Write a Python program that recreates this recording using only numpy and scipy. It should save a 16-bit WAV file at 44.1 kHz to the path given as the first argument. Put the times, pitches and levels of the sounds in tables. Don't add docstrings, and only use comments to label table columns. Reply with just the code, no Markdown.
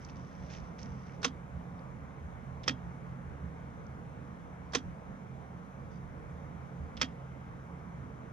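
import sys
import numpy as np
from scipy import signal
from scipy.fft import rfft, irfft, next_fast_len
from scipy.io import wavfile
from scipy.ndimage import uniform_filter1d

SR = 44100
rng = np.random.default_rng(int(sys.argv[2]) if len(sys.argv) > 2 else 0)


def file_out(sig):
    cols = np.atleast_2d(sig).T
    lim = np.clip(cols, -1, 1)
    pcm = np.round(lim * 32767).astype(np.int16)
    wavfile.write(sys.argv[1], SR, pcm)


def makeup_ratio(level_db):
    decades = np.asarray(level_db, float) / 20
    return 10 ** decades


N = 367088

# (time [s], level [dB])
FLOW = [(0.0, -46.5), (0.35, -50.5), (1.83, -47), (2.06, -54), (2.32, -46.5), (3.11, -49), (3.59, -47.5),
        (5.26, -51), (5.68, -53.5), (6.28, -45.5), (7.74, -50), (8.32, -51.5)]
# (time [s], level over the flow [dB])
THROBS = [(.11, 0.5), (.42, 9), (.62, 7.5), (.9, 8.5), (1.35, 2), (1.56, 7), (2.04, 7.5), (2.25, 6),
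          (2.56, 1), (2.87, 8), (3.1, 6.5), (3.299, 7.5), (3.46, 6.5), (3.74, -1.5), (4.1, 1.5), (4.38, 1),
          (4.88, 11.5), (5.1, 4.5), (5.4, 2.5), (5.53, 5.5), (5.84, 4), (6.03, 4.5), (6.5, -0.5), (6.83, 9),
          (7.0, 5.5), (7.97, 7.5)]
THROB_HALF_S = 0.043
# (share of the flow [dB/dB], share of the throbs [dB/dB])
FOLLOW = [
    (1.0, 1.32),
    (0.63, 0.62),
    (0.46, 0.26),
]
# (frequency [Hz], density [dB per Hz])
WASH = [(20, -19), (42, -11.5), (65, -8), (110, -0.5), (200, -0.5), (330, -13), (700, -13), (1300, -19),
        (2350, -29), (2750, -36.5), (4500, -45), (7500, -53.5), (12400, -56), (12800, -87.5)]
# (frequency [Hz], width [Hz], level over the wash [dB])
HUM = [(273, 130, 2.5), (463.6, 48, 5.5), (542, 40, 3.5), (2190, 250, 3), (3330, 1200, 3),
       (6000, 1660, 5.5)]
# (frequency [Hz], width [Hz], level [dB])
ENGINES = [(54.7, 14, -60.5), (75.2, 8.6, -54), (91.8, 13, -62), (132.5, 8.4, -51.5), (148.8, 16.5, -58.5),
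           (174, 8.3, -53.5)]
# (frequency [Hz], left minus right [dB])
FAR_DB = [(60, -3.0), (93, -3.5), (140, -4.0), (220, -4.0), (340, -5.0), (530, -7.0), (820, -2.5),
          (1280, 1.47), (1970, 2.48), (3060, 1.5), (4730, -3.5), (7320, -4.0)]
# (frequency [Hz], left leads by [rad])
FAR_LEAD = [(0, -6.5), (260, 0.5), (690, 1.4), (1030, 2), (1460, 2.0), (1720, 1.76), (1980, 1.5),
            (4050, 0.84), (4910, 0.67), (7490, 4)]
# (frequency [Hz], likeness [0-1])
FAR_SAME = [(30, 0.56), (70, 0.91), (150, 1), (300, 0.74), (600, 0.78), (1200, 0.56), (2500, .55),
            (5000, 0.58), (8000, 0.06)]

# (start [s], drag [s], level [dB])
SCUFFS = [(0, 0.065, -66), (.08, .03, -68), (.15, .26, -71.5), (.42, 0.083, -66), (.492, 0.073, -58.5),
          (.59, .1, -72.5), (.7, .08, -80), (.78, 0.024, -59), (.82, 0.022, -62), (.87, 0.29, -72.5),
          (5.9, 0.047, -74)]
SCUFF_RISE_S, SCUFF_FALL_DB_PER_S = .008, 300
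# (frequency [Hz], level [dB])
SCUFF_TONE = [(900, -20), (1800, 3.5), (2800, 1), (4200, -4.5), (5900, 3), (6700, -7), (7300, -17),
              (10000, -46), (13000, -82)]
# (start [s], length [s], level [dB], frequency [Hz])
SQUEAK = (5.912, .05, -79, 4800)
# (time [s], peak level [dB], frequency [Hz], t60 [s])
SNAPS = [(.0488, -44.5, 5700, 0.012), (0.0897, -52, 2640, 0.019), (.1585, -51, 4860, .005),
         (.501, -45, 3530, 0.007), (0.549, -44, 3080, 0.013), (.7874, -60, 5870, 0.006),
         (.7945, -40, 4850, 0.0045), (.7988, -54, 5340, 0.006), (0.8305, -40.5, 5550, 0.0098),
         (1.0954, -50, 2250, 0.015), (1.793, -55, 4520, 0.0079), (3.866, -59, 5770, 0.013)]

# (time of main blow [s], level [dB], air box level [dB])
PULLS = [
    (1.2442, -32, -29),
    (4.7484, -31.5, -29),
]
# (time of main blow [s], level [dB], air box level [dB])
DROPS = [
    (2.6785, -32.5, -28),
    (7.0136, -32, -30),
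]
# (time from main blow [s], level [dB], chatter t60 [s], centre [Hz], fall [dB/octave])
PULL_CONTACTS = [(-.027, -24, .1, 5400, 10), (-.0142, -11, .14, 3000, 1.5), (0, -2, .03, 3500, 1),
                 (.0016, -2, .03, 3500, 1), (.0042, -6, .03, 2500, 0), (.0095, -9, .035, 1400, 2),
                 (.018, -13, .06, 3700, 5), (.034, -21, .05, 3300, 5)]
# (time from main blow [s], level [dB], chatter t60 [s], centre [Hz], fall [dB/octave])
DROP_CONTACTS = [(-.0445, -15.5, 0.05, 4300, 10), (-.0395, -16.5, 0.042, 3800, 11),
                 (-.03, -30, .03, 3200, 12), (-.017, -24.5, 0.34, 3000, 5.4), (-.008, -23, .1, 6000, 9.2),
                 (0, 4.5, 0.026, 2200, 1.2), (.0035, 6, 0.029, 5200, 6.6), (.0095, -1, .02, 2300, 4),
                 (0.0156, 0, 0.023, 2580, 2.6), (0.029, -15, 0.054, 3980, 1.1),
                 (0.043, -39, 0.079, 4800, 2.3)]
# (frequency [Hz], level [dB], t60 [s])
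PULL_MODES = [(470, -4, .07), (875, -5, .045), (1090, -4, .05), (1724, -4, .04), (2476, -10, .035),
              (2794, -9, .045), (3180, -12, .045), (3400, -8, .04), (3512, -5, .035), (3772, -8, .025),
              (3990, -13, .04), (4447, -17, .04), (5050, -13, .035), (5240, -11, .035), (5610, -12, .03),
              (5860, -13, .04), (6010, -8, .035), (6208, -8, .04), (6404, -10, .035)]
# (frequency [Hz], level [dB], t60 [s])
DROP_MODES = [(505, -4, .06), (1110, -13, .05), (1290, -5, .05), (1712, -5, .035), (1850, -6, .04),
              (1940, -7, .035), (2460, -3, .035), (2600, -8, .04), (3270, -6, .04), (3565, -10, .045),
              (3670, -10, .035), (4090, -12, .035), (4440, -11, .04), (4720, -7, .03), (5085, -10, .035),
              (5330, -2, .035), (5600, -11, .035), (6020, -8, .035), (6240, -12, .04)]
# (frequency [Hz], density [dB per Hz])
PULL_CLATTER = [(200, -16.5), (340, 2.5), (480, 3), (700, -4.5), (1060, -0.5), (1700, -2.5), (2300, -6.5),
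                (3450, -4), (4600, -9), (6200, -7), (6900, -16.5), (8300, -26.5), (9100, -32.5),
                (10300, -31), (14500, -73)]
# (frequency [Hz], density [dB per Hz])
DROP_CLATTER = [(200, -12), (340, -2), (510, -3), (680, -3), (1290, -8.5), (1900, -2.5), (2500, -8),
                (3300, -3.5), (4250, -14), (5300, -8.5), (6200, -15.5), (7000, -21.5), (9000, -41),
                (11000, -43.5), (14500, -60)]
# (frequency [Hz], level [dB])
TREBLE_FALL = [(6500, 12.5), (7200, -28.5), (9000, -16.5), (15000, -38)]
# (frequency [Hz], time after blow [s], t60 [s])
SPRING = (3270, .0155, .115)
PULL_SPRING_DB, DROP_SPRING_DB = -16, -8
# (frequency [Hz], rise [s], t60 [s])
BOX = (258, .016, .19)
BLOW_SPREAD_S = .0008
LEAD_IN_S = .06

# (frequency [Hz], left minus right [dB])
NEAR_DB = [(60, -9), (220, -11), (340, -4), (530, -15), (820, -2), (1280, -3), (1970, -4), (3060, 0),
           (4730, -12.5), (7000, -14), (9000, 0.5), (13000, -2)]
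# (frequency [Hz], left leads by [rad])
NEAR_LEAD = [(100, 0), (430, -0.2), (860, 1.1), (1550, 2.14), (2070, 1.3), (3450, 0.7), (4740, 0.2),
             (5510, 1.3), (6120, 6), (7490, 3.5), (9000, 8)]


def evened(x):
    return x / np.sqrt(np.mean(x ** 2) + 1e-20)


def read(points, hz):
    f, value = np.transpose(points)
    return np.interp(np.log(hz + 1), np.log(f + 1), value)


def add(mix, s, sound):
    part = mix[round(s * SR):][:len(sound)]
    part += sound[:len(part)]


def coloured(x, db_at):
    log_gain = db_at(abs(np.fft.fftfreq(4096, 1 / SR))) * np.log(10) / 20
    taps = np.fft.ifft(np.exp(np.conj(signal.hilbert(log_gain)))).real[:2048]
    return signal.oaconvolve(x, taps)[:len(x)]


def port_pair(level_db, lead, hz):
    ratio = makeup_ratio(read(level_db, hz)) * np.exp(1j * read(lead, hz))
    return np.array([ratio, np.ones_like(ratio)]) * 2 / np.maximum(abs(1 + ratio), .8)


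def swells(t):
    s, db = np.transpose(FLOW)
    flow_db = np.interp(t, s, db)
    throb_db = sum(db * np.exp(-((t - s) / THROB_HALF_S) ** 2) for s, db in THROBS)
    flow_db = flow_db - flow_db.mean()
    throb_db = throb_db - throb_db.mean()
    return [flow * flow_db + throb * throb_db for flow, throb in FOLLOW]


def traffic():
    frames, hz = N // 1024 + 5, np.fft.rfftfreq(4096, 1 / SR)
    a, b, c, d, patches = rng.standard_normal((frames, len(hz), 5)).T
    patches = evened(uniform_filter1d(uniform_filter1d(patches, 40, 0), 4, 1))
    gusts = evened(uniform_filter1d(rng.standard_normal(frames), 3)) * (hz < 320)[:, None]
    hum = sum((makeup_ratio(db) ** 2 - 1) / (1 + (2 * (hz - f) / width) ** 4) for f, width, db in HUM)

    range_of = np.digitize(hz, [110, 320])
    swell_db = np.array(swells(np.arange(frames) * 1024 / SR))[range_of]
    fading = np.clip(read([(2500, 0.37), (5000, .3)], hz), 0, 1)[:, None]
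    level_db = read(WASH, hz)[:, None] + fading * swell_db + 1.04 * patches + 1.65 * gusts
    size = makeup_ratio(level_db) * np.sqrt(1 + hum)[:, None]

    same = np.clip(read(FAR_SAME, hz), 0, 1)[:, None]
    first, other = a + 1j * b, c + 1j * d
    ports = np.array([first, same * first + np.sqrt(1 - same ** 2) * other])
    ports *= size * port_pair(FAR_DB, FAR_LEAD, hz)[:, :, None]
    wash = signal.istft(ports, nperseg=4096, noverlap=3072)[1][:, :N]
    return makeup_ratio(-48) * evened(wash)


def drone():
    size = next_fast_len(N)
    hz, t = np.fft.rfftfreq(size, 1 / SR), np.arange(N) / SR
    rumble_db, drone_db, _ = [np.interp(t, t[::256], v) for v in swells(t[::256])]
    out = np.zeros((2, N))
    for f, width, db in ENGINES:
        shared, left, right = rng.standard_normal((3, size))
        band = np.exp(-2 * ((hz - f) / width) ** 2)
        note = evened(irfft(rfft([shared + 0.5 * left, shared + 0.22 * right]) * band, size)[:, :N])
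        envelope = abs(signal.hilbert(note[0], size)[:N])
        note = evened(note / np.sqrt(envelope + 0.77))
        swell_db = rumble_db if f < 110 else drone_db
        out += makeup_ratio(db + swell_db) * note
    return out * makeup_ratio([[-2.1], [1.6]])


def drag(start, length, db):
    out, t = np.zeros(N), np.arange(SR // 2) / SR
    fall_db = SCUFF_FALL_DB_PER_S * np.maximum(t - length, 0)
    add(out, start, np.minimum(t / SCUFF_RISE_S, 1) * makeup_ratio(db - fall_db))
    return out


def squeak():
    start, length, db, hz = SQUEAK
    waver = 1 + .1 * uniform_filter1d(rng.standard_normal(N), size=200)
    return drag(start, length, db) * np.sin(2 * np.pi * np.cumsum(hz * waver) / SR)


def shoe():
    strength = makeup_ratio(3.2 * np.minimum(rng.exponential(1, N), 5))
    struck = rng.random(N) < 5000 / SR
    grains = strength * struck * rng.standard_normal(N)
    level = np.sqrt(sum(drag(*row) ** 2 for row in SCUFFS))
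    out = level * evened(coloured(grains, lambda hz: read(SCUFF_TONE, hz)))
    out += squeak()
    t = np.arange(1500) / SR
    for s, db, hz, t60 in SNAPS:
        phase = 2 * np.pi * hz * t
        ring = np.sin(phase) + .6 * np.sin(1.15 * phase) + .6 * np.sin(.82 * phase)
        fade = makeup_ratio(db - 60 * t / np.clip(t60, .002, .03))
        add(out, s, fade * np.minimum(t / 0.00057, 1) * ring)
    return out


def air_box(t, box_db):
    hz, rise, t60 = BOX
    after = np.maximum(t, 0)
    phase = 2 * np.pi * hz * after
    boom = np.sin(phase) + .4 * np.sin(1.12 * phase) + .3 * np.sin(.86 * phase)
    return makeup_ratio(box_db - 60 * after / t60) * (1 - np.exp(-(after / rise) ** 2)) * boom


def return_spring(t, chance, spring_db):
    hz, s, t60 = SPRING
    after = np.maximum(t - s, 0)
    phase = 2 * np.pi * hz * after
    rough = 0.34 * evened(uniform_filter1d(chance, size=150))
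    fade = makeup_ratio(spring_db - 60 * after / t60) * np.minimum(after / 0.0021, 1)
    return fade * (np.sin(phase) + rough * np.cos(phase))


def shutter_ring(modes):
    lag = np.arange(SR // 4) / SR
    rings = np.zeros(len(lag))
    for k, (hz, db, t60) in enumerate(modes):
        rings += (-1) ** k * makeup_ratio(db - 60 * lag / t60) * np.sin(2 * np.pi * hz * lag)
    return (1 - np.exp(-lag / BLOW_SPREAD_S)) * rings


def stroke(contacts, modes, clatter, chance, spring_db, box_db):
    t = np.arange(len(chance)) / SR - LEAD_IN_S
    ticks, chatter = np.zeros((2, len(t)))
    for s, db, t60, centre_hz, fall_db in contacts:
        def shade(hz):
            return -fall_db * abs(np.log2(np.clip(hz, 300, 7000) / centre_hz))
        after = np.maximum(t - s, 0)
        burst = makeup_ratio(db - 60 * after / t60) * np.minimum(after / 0.00018, 1) * chance
        chatter += coloured(burst, shade)
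        if s >= 0:
            tick = np.diff(t >= s, prepend=False)
            ticks += coloured(makeup_ratio(1.7 * db) * tick, shade)
    rung = signal.oaconvolve(ticks, shutter_ring(modes))[:len(t)]
    rung = coloured(rung, lambda hz: read(TREBLE_FALL, hz))
    rattled = coloured(chatter, lambda hz: read(clatter, hz))
    core = (t > 0) & (t < .02)
    metal = rung / rung[core].std() + rattled / rattled[core].std()
    return metal + return_spring(t, chance, spring_db) + air_box(t, box_db)


def solenoid():
    out = np.zeros(N)
    kinds = ((PULLS, PULL_CONTACTS, PULL_MODES, PULL_CLATTER, PULL_SPRING_DB),
             (DROPS, DROP_CONTACTS, DROP_MODES, DROP_CLATTER, DROP_SPRING_DB))
    for events, contacts, modes, clatter, spring_db in kinds:
        habit = rng.standard_normal(SR // 3)
        for s, db, box_db in events:
            chance = .8 * habit + .6 * rng.standard_normal(SR // 3)
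            sound = stroke(contacts, modes, clatter, chance, spring_db, box_db - db)
            add(out, s - LEAD_IN_S, makeup_ratio(db) * sound)
    return out


def near(x):
    size = next_fast_len(N)
    ports = port_pair(NEAR_DB, NEAR_LEAD, np.fft.rfftfreq(size, 1 / SR))
    direct = irfft(rfft(x, size) * ports, size)[:, :N]
    t = np.arange(SR // 6) / SR
    signs = rng.choice([-1., 1.], (2, len(t)))
    sparse = rng.random((2, len(t))) < .05
    taps = signs * sparse * makeup_ratio(-60 * t / 0.016) * (t > .002)
    echoes = signal.oaconvolve(direct, taps / np.linalg.norm(taps[0]), axes=1)[:, :N]
    return direct + makeup_ratio(-13) * echoes


def scene():
    return near(solenoid() + shoe()) + traffic() + drone()


def low_pass(x):
    return signal.sosfilt(signal.butter(12, 14300, fs=SR, output="sos"), x)


def record(dry):
    return low_pass(dry)


dry = scene()
out = record(dry)
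file_out(out)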